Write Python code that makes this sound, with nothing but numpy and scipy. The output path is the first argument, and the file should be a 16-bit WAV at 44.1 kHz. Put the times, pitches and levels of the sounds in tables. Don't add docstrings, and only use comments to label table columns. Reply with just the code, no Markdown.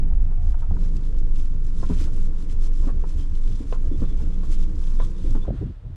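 import sys
import numpy as np
from scipy import signal
from scipy.fft import rfft, irfft, next_fast_len
from scipy.io import wavfile
from scipy.ndimage import uniform_filter1d, minimum_filter1d, map_coordinates

SR = 44100
rng = np.random.default_rng(int(sys.argv[2]) if len(sys.argv) > 2 else 0)


def store_wav(level_fs):
    pcm = np.round(np.clip(np.atleast_2d(level_fs), -1, 1) * 32767)
    wavfile.write(sys.argv[1], SR, pcm.T.astype(np.int16))


N = 262826

# time_s, level_db
BOOM_LEVEL = [(0.05, -16.5), (1.13, -20), (1.21, -15), (1.85, -20), (2.24, -15), (2.46, -23), (2.59, -15),
              (3.22, -21), (3.46, -16), (3.64, -28.5), (3.77, -18), (4.4, -19.5), (4.61, -13),
              (4.71, -23.5), (5.01, -14.5), (5.16, -27.5), (5.34, -12), (5.45, -23.5)]
# start_s, length_s, level_db, pitch_hz
TUSSOCK_HITS = [(0.07, 0.14, -25.5, 68), (0.116, 0.14, -16.5, 38), (0.225, 0.06, -29.5, 66),
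                (.34, 0.11, -34, 116), (0.374, 0.13, -25, 70), (0.44, .14, -20, 44), (0.58, 0.15, -28, 68),
                (0.661, 0.083, -25, 78), (1.112, 0.088, -27.5, 55), (1.4, .1, -31, 47),
                (1.766, 0.058, -26, 60), (1.864, 0.092, -23.5, 62), (1.977, .1, -28.5, 66),
                (2.534, 0.074, -30.5, 72), (2.77, 0.14, -28, 62), (2.933, 0.11, -26, 62),
                (3.118, 0.12, -25.5, 64), (3.274, 0.075, -26.5, 62), (3.299, 0.082, -38, 150),
                (3.45, 0.12, -33.5, 100), (3.525, 0.15, -30, 54), (3.823, 0.12, -25.5, 64),
                (3.92, 0.15, -28.5, 66), (3.938, .1, -32.5, 108), (4.152, 0.12, -28, 58),
                (4.41, 0.14, -29.5, 55), (4.723, 0.12, -26.5, 58), (4.996, 0.1, -31, 100),
                (5.206, 0.11, -25, 60), (5.282, 0.078, -28.5, 104)]
# start_s, level_db, pitch_ratio, bass_db, rebound_s, rebound_db
SUSPENSION_HITS = [(0.707, -25, 1, 8, 0.012, -26), (.948, -35, 1.22, -11, .02, -14),
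                   (1.827, -28.5, 1.15, -3, 0.021, -9), (1.897, -16.5, 0.89, 2.5, .012, -4),
                   (2.009, -27.5, 1.07, -1, .017, -15), (2.802, -32.5, 0.99, -10, 0.0116, -16),
                   (2.868, -21, 0.96, -13, .011, -7.5), (3.603, -21, 0.98, -14, 0.019, -21),
                   (3.913, -21, 1.09, -12, .028, -5), (4.018, -20, 0.98, 0, 0.0121, -13),
                   (4.217, -34, .9, -6, 0.0135, -7), (5.244, -24, 1.11, -13, .03, -5),
                   (5.349, -20, 0.93, -3, .02, -13)]
# start_s, level_db, pitch_ratio, chatter_s, chatter_db
FITTING_HITS = [(0.109, -41, 0.8, 0.022, -3.5), (0.312, -47.5, 0.88, 0.014, 1.5),
                (0.7073, -33, .8, 0.0054, -23), (1.8285, -30, 1.03, 0.016, -8),
                (1.898, -33.5, 1, 0.022, -2), (1.918, -40, 1.3, 0.011, -8), (2.07, -44.5, 1.4, 0.021, -2),
                (2.83, -41.5, 1, .025, 0), (2.873, -38, 1.2, 0.0083, -6), (2.884, -32.5, 1.09, 0.021, -4.5),
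                (3.037, -32.5, 1, 0.014, -10), (3.7252, -22.5, 1.03, 0.034, -13.5),
                (4.019, -36.5, 1.1, 0.026, 0), (4.2, -43.5, 0.87, .012, 0), (4.432, -39, 1.1, 0.02, -6),
                (4.9997, -26, 1.02, 0.01, -13.5), (5.0225, -35.5, 1.13, 0.0078, -24),
                (5.349, -31, 0.83, 0.014, -6.5), (5.367, -38.5, 1.03, 0.0071, -8), (5.444, -44, 1, 0.02, 6)]
# start_s, length_s, level_db
PANEL_FLURRIES = [(0.538, 0.015, -42), (0.617, 0.028, -40), (0.766, .005, -37)]
# start_s, length_s, level_db, pitch_hz, rasp_hz
TRIM_CREAKS = [(3.163, 0.095, -61, 3160, 147), (3.415, 0.23, -65, 3520, 320), (3.903, 0.075, -64, 3440, 25),
               (3.993, 0.11, -66, 3530, 130), (4.07, 0.078, -63, 3440, 75), (4.31, .06, -67, 3450, 101),
               (4.39, 0.34, -68, 3560, 300), (4.961, 0.12, -58, 3480, 210), (5.105, 0.33, -66, 3490, 230),
               (5.412, 0.036, -55.5, 3440, 90)]
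# time_s, speed_hz
CRANK_SPEED = [(.15, 24.5), (.42, 22.5), (.72, 27.6), (.84, 28.2), (1.25, 24), (1.5, 23.8), (2.15, 27.4),
               (2.45, 25.8), (2.85, 24.8), (3.03, 26.6), (3.5, 25.2), (3.78, 26.2), (4.1, 26.8),
               (4.42, 29.9), (4.7, 28.6), (5, 30.5), (5.3, 31.3)]
# crank_multiple, level_db
ENGINE_ORDERS = [(2, -37), (4, -48), (5, -51), (6, -49), (7, -56), (9, -61), (11, -51.5), (15, -67),
                 (17, -65)]
# time_s, hum_db
ENGINE_LOAD = [(.05, 6), (.64, -14.5), (.75, 0), (.92, -0.5), (1.05, -2), (1.7, -0.5), (2.25, -2.5),
               (2.6, -8), (2.95, -2), (3.3, -7), (3.75, -1.5), (4.05, -3.5), (4.3, -1), (4.75, -5),
               (5.1, -2), (5.45, -4.5)]
# start_s, length_s, level_db
GRASS_TUFTS = [(0.411, 0.13, -61.5), (0.583, 0.046, -59.5), (0.787, 0.12, -62.5), (0.96, 0.014, -51),
               (1.037, 0.091, -64.5), (1.168, 0.041, -58), (1.345, 0.079, -56.5), (1.418, 0.068, -59.5),
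               (1.634, 0.028, -60), (1.755, 0.337, -55), (1.765, .07, -56), (1.884, 0.09, -54.5),
               (1.977, 0.086, -48), (2.14, 0.14, -59.5), (2.379, 0.077, -55.5), (2.486, 0.061, -55.5),
               (2.61, 0.076, -51.5), (2.72, 0.19, -57), (3.067, 0.067, -55.5), (3.169, 0.076, -55),
               (3.351, 0.04, -58.5), (3.417, 0.23, -57.5), (3.669, 0.094, -56.5), (3.964, 0.098, -58),
               (4.154, 0.062, -62), (4.33, 0.027, -59), (4.445, 0.023, -52), (4.503, 0.059, -48.5),
               (4.582, 0.067, -52.5), (4.775, 0.15, -57.5), (4.935, 0.12, -61), (5.019, 0.049, -51),
               (5.164, 0.217, -59)]
# start_s, level_db, snap_hz
STEM_FLICKS = [(.084, -52, 6030), (0.15, -50.5, 7050), (0.226, -57, 6000), (.248, -49, 4960),
               (.336, -52, 6000), (0.376, -51, 3500), (.709, -49, 2000), (0.839, -44.5, 3200),
               (.886, -49, 6000), (0.961, -48, 5000), (1.358, -39.5, 3400), (1.394, -40, 3200),
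               (1.667, -43, 7000), (2.14, -43, 9000), (2.162, -42, 7000), (2.253, -47, 6500),
               (2.61, -45, 5000), (3.09, -49, 5000), (3.352, -39, 3700), (3.477, -42, 4000),
               (3.525, -45, 4500), (3.556, -41, 5000), (4.054, -43, 4000), (4.173, -46.5, 5000),
               (4.22, -43.5, 4500), (4.491, -45, 5000), (4.509, -41, 6000), (4.692, -51, 5000),
               (4.756, -44, 5000), (5.021, -41, 3600), (5.101, -50, 5000), (5.182, -46, 4000),
               (5.306, -44, 6000)]
# time_s, buffet_db, grass_db
WIND_LEVELS = [(5.45, -24.5, -54), (5.52, -26, -60), (5.57, -30, -55), (5.63, -25, -58.5),
               (5.7, -33.5, -61.5), (5.76, -39.5, -63.5), (5.81, -36.5, -66), (5.87, -29, -65.5),
               (5.96, -34.5, -64)]
# start_s, length_s, peak_db, edge_hz
WIND_PUFFS = [(5.476, 0.022, -19.5, 588), (5.5045, 0.0043, -19.5, 600), (5.485, 0.064, -18, 195),
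              (5.511, 0.058, -28, 323), (5.585, 0.062, -23.5, 112), (5.606, 0.039, -20, 397),
              (5.608, 0.12, -25, 183), (5.654, 0.022, -30, 284), (5.689, 0.026, -29, 340),
              (5.894, 0.021, -38, 280)]

# pitch_hz, level_db, t60_s
CHASSIS_MODES = [(80, 4, 0.067), (175.4, 1, 0.11), (244, -3.5, 0.072), (274, 6, 0.059), (306.6, -3, 0.069),
                 (365.5, -16, 0.14), (459, -14, 0.15)]
FITTING_MODES = [(422, 3.5, 0.053), (484, 15.5, 0.024), (621, 14, 0.015), (928, 5.5, 0.045),
                 (1001, 5, 0.067), (1112, -9.5, 0.055), (1320, -4.5, 0.097), (1534, -5.5, 0.076),
                 (1720, -12.5, 0.057)]
PANEL_MODES = [(673, -1, .03), (950, 1.5, 0.028), (1250, -0.5, 0.036), (1390, -5.5, 0.031)]

# freq_hz, gain_db
TYRE_RUMBLE = [(20, -31.5), (29, 10), (36, 2.5), (44, -6), (68, -6.5), (80, -8.5), (112, -13), (135, -17),
               (170, -22.5), (220, -46.5), (400, -81), (1500, -120)]
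TYRE_ROAR = [(90, -0.5), (150, -3), (185, 8.5), (215, -1), (250, 2.5), (310, 0), (390, -6.5), (480, -6),
             (560, -14.5), (780, -22.5), (1500, -56.5), (5000, -100)]
REAR_HOLLOW = [(300, -8), (500, -24.5), (620, -12.5), (685, -14), (712, -6), (740, -12), (830, -18.5),
               (1100, -24.5), (1600, -28), (2500, -31.5), (9000, -78.5)]
ENGINE_CLATTER = [(300, 2.5), (700, -14.5), (900, -3), (980, 2), (1050, -1), (1250, -2.5), (1550, -5.5),
                  (1900, -9.5), (3500, -14), (7000, -17.5), (11000, -30), (14000, -57.5)]
STALK_SWISH = [(600, -15.5), (1100, 0.5), (1760, -7.5), (2600, -5), (3500, -5), (4400, -8.5), (5500, -5.5),
               (7300, -7.5), (8400, -8.5), (10300, -9.5), (11500, -24.5), (14000, -52)]
SWIPE_EDGE = [(1500, -36), (3000, -5.5), (7500, 2.5), (10000, -21.5), (12000, -7), (14500, -27.5)]
FLOOR_SCRAPE = [(300, -37), (800, -8.5), (1300, -8), (2600, -10.5), (5000, -18), (11000, -43)]
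REAR_RUSTLE = [(4000, -27), (9000, -4), (12000, -4), (14500, -20)]
WIND_BUFFET = [(15, -38.5), (30, 0), (70, -10.5), (120, -12), (170, -29.5), (300, -37), (600, -43),
               (1000, -53), (2000, -85.5)]
HILL_GRASS = [(400, -9.5), (900, -9), (1400, -5), (2200, -13.5), (3500, -15), (4400, -20), (6000, -25),
              (8400, -29), (10500, -33), (12000, -68), (14000, -95)]
# freq_hz, side_gain_db
STEREO_WIDTH = [(60, -56), (125, -62), (250, -21.5), (500, -14), (1000, -8.5), (2000, -6), (4000, -5.5),
                (8000, -10), (12000, -9)]


def cabin_boom(resonance_hz=21, drift_hz=2.24):
    pitch_hz = resonance_hz + drift_hz * wobble(6.6)
    level_db = curves(BOOM_LEVEL)[0] + 1 + wobble(26)
    return amp(level_db) * unit(sine(pitch_hz))


def tussocks(wander_ratio=0.11):
    track = np.zeros(N)
    for start_s, length_s, level_db, pitch_hz in TUSSOCK_HITS:
        boom = unit(sine(pitch_hz * (1 + wander_ratio * wobble(pitch_hz / 2))))
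        track += amp(level_db - 1) * swell(start_s, length_s) * boom
    return track


def tyres(rumble_db=-31, roar_db=-44, hollow_db=-52):
    lumps, rear, shake = wobble(20), in_rear(), jolts()
    rumble = amp(rumble_db + 3 * rear + 4.5 * shake + 3 * lumps) * noise(TYRE_RUMBLE)
    roar = amp(roar_db - 5 * rear + 3 * shake + speed_db() + 2.03 * lumps) * noise(TYRE_ROAR)
    return rumble + roar + amp(hollow_db) * rear * noise(REAR_HOLLOW)


def suspension_thumps(bass_below_hz=205):
    track = np.zeros((2, N))
    for start_s, level_db, pitch_ratio, bass_db, rebound_s, rebound_db in SUSPENSION_HITS:
        modes = [(hz, db + bass_db, t60_s) if hz < bass_below_hz else (hz * pitch_ratio, db, t60_s)
                 for hz, db, t60_s in CHASSIS_MODES]
        for delay_s, loss_db in [(0, 0), (rebound_s, rebound_db)]:
            blow = strike(modes, crack_db=-0.5, crack_t60_s=0.05, attack_s=0.0042)
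            add(track, start_s + delay_s, amp(level_db + loss_db) * blow)
    return track


def fitting_knocks(rattle_db=-5, bounces=5):
    track = np.zeros((2, N))
    for start_s, level_db, pitch_ratio, chatter_s, chatter_db in FITTING_HITS:
        modes = [(hz * pitch_ratio, db, t60_s) for hz, db, t60_s in FITTING_MODES]
        attack_s = np.interp(level_db, [-33, -23], [0.0015, 0.0006])
        blow = strike(modes, crack_db=9.5, crack_t60_s=0.073, attack_s=attack_s)
        add(track, start_s, amp(level_db) * blow)
        for delay_s in chatter_s * (np.arange(bounces) + rng.uniform(0.3, 1, bounces)) / bounces:
            bounce = strike(modes, crack_db=19, crack_t60_s=0.053, attack_s=0.00097)
            add(track, start_s + delay_s, amp(level_db + chatter_db + rattle_db) * bounce)
    return track


def panel_clacks(gap_s=0.005, fade_db=5):
    track = np.zeros((2, N))
    for start_s, length_s, level_db in PANEL_FLURRIES:
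        for delay_s in np.arange(0, length_s, gap_s):
            contact_s = start_s + delay_s + gap_s * rng.random() / 2
            clack = strike(PANEL_MODES, crack_db=5, crack_t60_s=0.022, attack_s=0.00087, clack_db=-5)
            add(track, contact_s, amp(level_db - 2 - fade_db * delay_s / length_s) * clack)
    return track


def bumps(side_gain=0.7):
    mid_side = suspension_thumps() + fitting_knocks() + panel_clacks()
    return spread(mid_side * [[1], [side_gain]]) * pan(left_db=0.94)


def engine(drone_hz=175, drone_half_width_hz=14, drone_db=8, waver_db=2.8, clatter_db=-58):
    crank_hz = curves(CRANK_SPEED)[0]
    crank_rad = 2 * np.pi * np.cumsum(crank_hz * (1 + 0.005 * wobble(15))) / SR
    hum = np.zeros(N)
    for order, level_db in ENGINE_ORDERS:
        lift_db = drone_db / (1 + ((order * crank_hz - drone_hz) / drone_half_width_hz) ** 2)
        gain = amp(level_db + lift_db + waver_db * wobble(9))
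        hum += gain * unit(np.sin(order * crank_rad + rng.uniform(0, 2 * np.pi)))
    firing = 1 + 0.31 * np.cos(2 * crank_rad)
    clatter = noise(ENGINE_CLATTER, firing) * pan(left_db=1.4)
    clatter_gain = amp(clatter_db - 3 * in_rear() + 0.99 * speed_db())
    return amp(curves(ENGINE_LOAD)[0]) * hum + clatter_gain * clatter


def grass(edge_db=-57, scrape_db=-53):
    turf = amp(-66 - 11 * in_rear() + 2.6 * speed_db() + 3.5 * wobble(20))
    tuft_power = sum((amp(level_db) * tuft_contact(start_s, length_s)) ** 2
                     for start_s, length_s, level_db in GRASS_TUFTS)
    contact = np.sqrt(turf ** 2 + tuft_power)
    ticks = amp(0.5 * wobble(900) + 1.5 * wobble(70))
    swish = amp(-4.5) * contact * (noise(STALK_SWISH, ticks) + amp(-1) * stalk_crackle())
    edge = amp(edge_db) * (contact / contact.max()) ** 0.94 * noise(SWIPE_EDGE, ticks)
    press = contact * np.sqrt(jolts())
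    scrape = amp(scrape_db) * (press / press.max()) ** 0.73 * noise(FLOOR_SCRAPE, ticks)
    rustle = amp(-15) * contact * in_rear() * noise(REAR_RUSTLE, ticks)
    return swish + edge + scrape + rustle


def tuft_contact(start_s, length_s, ramp_s=0.036, arch_db=3):
    age_s = clock() - start_s
    touch = np.clip(np.minimum(age_s, length_s - age_s) / ramp_s + 0.5, 0, 1)
    return touch * amp(arch_db * (swell(start_s, length_s) - 1))


def stalk_crackle(count=5000, centre_hz=5600, spread_oct=0.42, decay_cycles=1.6, scatter_db=4.6):
    onset, chance, side = rng.random((3, count, 1))
    pitch_hz = np.minimum(centre_hz * 2 ** (spread_oct * rng.standard_normal((count, 1))), SR / 4)
    offsets = np.arange(SR // 200)
    cycles = pitch_hz * offsets / SR
    size = amp(-scatter_db * np.log(chance + 1 / 50))
    cracks = size * np.exp(-cycles / decay_cycles) * np.sin(2 * np.pi * cycles)
    indices = ((onset * (N - len(offsets))).astype(int) + offsets).ravel()
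    weights = 1, np.sqrt(2) * np.cos(np.pi * side)
    mid_side = np.array([np.bincount(indices, (cracks * weight).ravel(), N) for weight in weights])
    return unit(spread(shaped(mid_side, STALK_SWISH)))


def stem_flicks(t60_s=0.048):
    track, age_s = np.zeros((2, N)), np.arange(SR // 16) / SR
    for start_s, level_db, snap_hz in STEM_FLICKS:
        flick = burst(level_db - 3, t60_s, 1000, 12000, age_s) / 2
        snap = burst(level_db + 1, t60_s, snap_hz / np.sqrt(2), snap_hz * np.sqrt(2), age_s)
        add(track, start_s, flick + snap)
    return spread(shaped(track, STALK_SWISH))


def trim_creaks():
    rasp, drift_hz = wobble(700), 12 * wobble(17)
    flutter = unit(amp(2.5 * wobble(200)))
    notes = sum(amp(level_db) * swell(start_s, length_s) * sine(pitch_hz + rasp_hz * rasp + drift_hz)
                for start_s, length_s, level_db, pitch_hz, rasp_hz in TRIM_CREAKS)
    return np.sqrt(2) * flutter * notes


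def hilltop_wind():
    buffet_db, grass_db = curves(WIND_LEVELS)
    air = amp(buffet_db) * noise(WIND_BUFFET) + amp(grass_db) * noise(HILL_GRASS)
    for start_s, length_s, peak_db, edge_hz in WIND_PUFFS:
        spectrum = [(20, -15), (60, 0), (edge_hz, -4), (2 * edge_hz, -32), (8 * edge_hz, -110)]
        eddy = noise(spectrum, swell(start_s, length_s))
        air += amp(peak_db) * eddy / np.abs(eddy).max()
    return air


def speed_db(cruise_hz=27):
    return 20 * np.log10(curves(CRANK_SPEED)[0] / cruise_hz)


def in_rear(move_at_s=0.726, move_s=0.15):
    return np.clip((move_at_s - clock()) / move_s + 0.5, 0, 1)


def jolts(rise_s=0.032, settle_s=0.22):
    hardest_db = max(row[1] for row in SUSPENSION_HITS)
    shake = np.zeros(N)
    for start_s, level_db, *_ in SUSPENSION_HITS:
        age_s = clock() - start_s
        rise = np.clip(age_s / rise_s + 0.5, 0, 1)
        shake += amp(level_db - hardest_db) * rise * np.exp(-np.abs(age_s) / settle_s)
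    return shake


def strike(modes, crack_db, crack_t60_s, attack_s, clack_db=13):
    age_s = np.arange(SR // 4) / SR
    pitch_hz, level_db, t60_s = np.transpose(modes)[:, :, None]
    size, detune, phase = rng.standard_normal((3, 2, len(modes), 1))
    phase[0] = 0
    decay = amp(level_db + 2 * size - 60 * age_s / t60_s)
    tones = decay * np.sin(2 * np.pi * (pitch_hz * (1 + 0.017 * detune) * age_s + phase))
    crack = burst(crack_db, crack_t60_s, 370, 1300, age_s)
    clack = burst(clack_db, 0.014, 1500, 4500, age_s)
    onset = 1 - np.exp(-age_s / attack_s)
    lowpass = signal.butter(4, min(2.3 / attack_s, SR / 4), fs=SR, output="sos")
    blow = signal.sosfilt(lowpass, (tones.sum(axis=1) + crack + clack) * onset)
    return blow / (2.6 * blow[:, :SR // 100].std(axis=1, keepdims=True))


def burst(level_db, t60_s, low_hz, high_hz, age_s):
    band = signal.butter(2, [low_hz, high_hz], "bandpass", fs=SR, output="sos")
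    decay = amp(level_db - 60 * age_s / t60_s)
    return signal.sosfilt(band, decay * rng.standard_normal((2, len(age_s))))


def noise(spectrum, envelope=1):
    return unit(spread(shaped(envelope * rng.standard_normal((2, N)), spectrum)))


def spread(mid_side):
    mid, side = mid_side[0], shaped(mid_side[1], STEREO_WIDTH)
    return np.array([mid + side, mid - side])


def shaped(x, spectrum):
    freq_hz, gain_db = np.transpose(spectrum)
    return filtered(x, lambda hz: amp(np.interp(np.log(hz + 1), np.log(freq_hz + 1), gain_db)))


def filtered(x, response):
    size = next_fast_len(N + SR // 2)
    return irfft(rfft(x, size) * response(np.fft.rfftfreq(size, 1 / SR)), size)[..., :N]


def add(track, start_s, sound):
    part = track[:, max(round(start_s * SR), 0):][:, :sound.shape[1]]
    part += sound[:, :part.shape[1]]


def swell(start_s, length_s):
    return np.sin(np.pi * np.clip((clock() - start_s) / max(length_s, 0.005), 0, 1))


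def wobble(rate_hz):
    return map_coordinates(rng.standard_normal(int(N * rate_hz / SR) + 4), [clock() * rate_hz])


def curves(rows):
    time_s, *columns = np.transpose(rows)
    return [np.interp(clock(), time_s, column) for column in columns]


def sine(pitch_hz):
    return np.sin(2 * np.pi * np.cumsum(pitch_hz) / SR)


def pan(left_db):
    return amp([[left_db], [-left_db]])


def amp(db):
    return 10 ** (np.asarray(db) / 20)


def unit(x):
    return x / np.sqrt(np.mean(x ** 2) + 1e-20)


def clock():
    return np.arange(N) / SR


def scene(hilltop_at_s=5.462, fade_s=0.016):
    outside = np.clip((clock() - hilltop_at_s) / fade_s + 0.5, 0, 1)
    drive = (cabin_boom() + tussocks() + tyres() + engine()
             + grass() + stem_flicks() + bumps() + trim_creaks())
    return (1 - outside) * drive * pan(left_db=-0.25) + outside * hilltop_wind()


def record(dry, ceiling=0.38, top_hz=15000):
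    needed_gain = ceiling / np.maximum(np.abs(dry).max(axis=0), ceiling)
    held_gain = minimum_filter1d(needed_gain, size=SR // 30)
    gain = uniform_filter1d(held_gain, size=SR // 50)
    return filtered(dry * gain, lambda hz: hz < top_hz)


dry = scene()
out = record(dry)
store_wav(out)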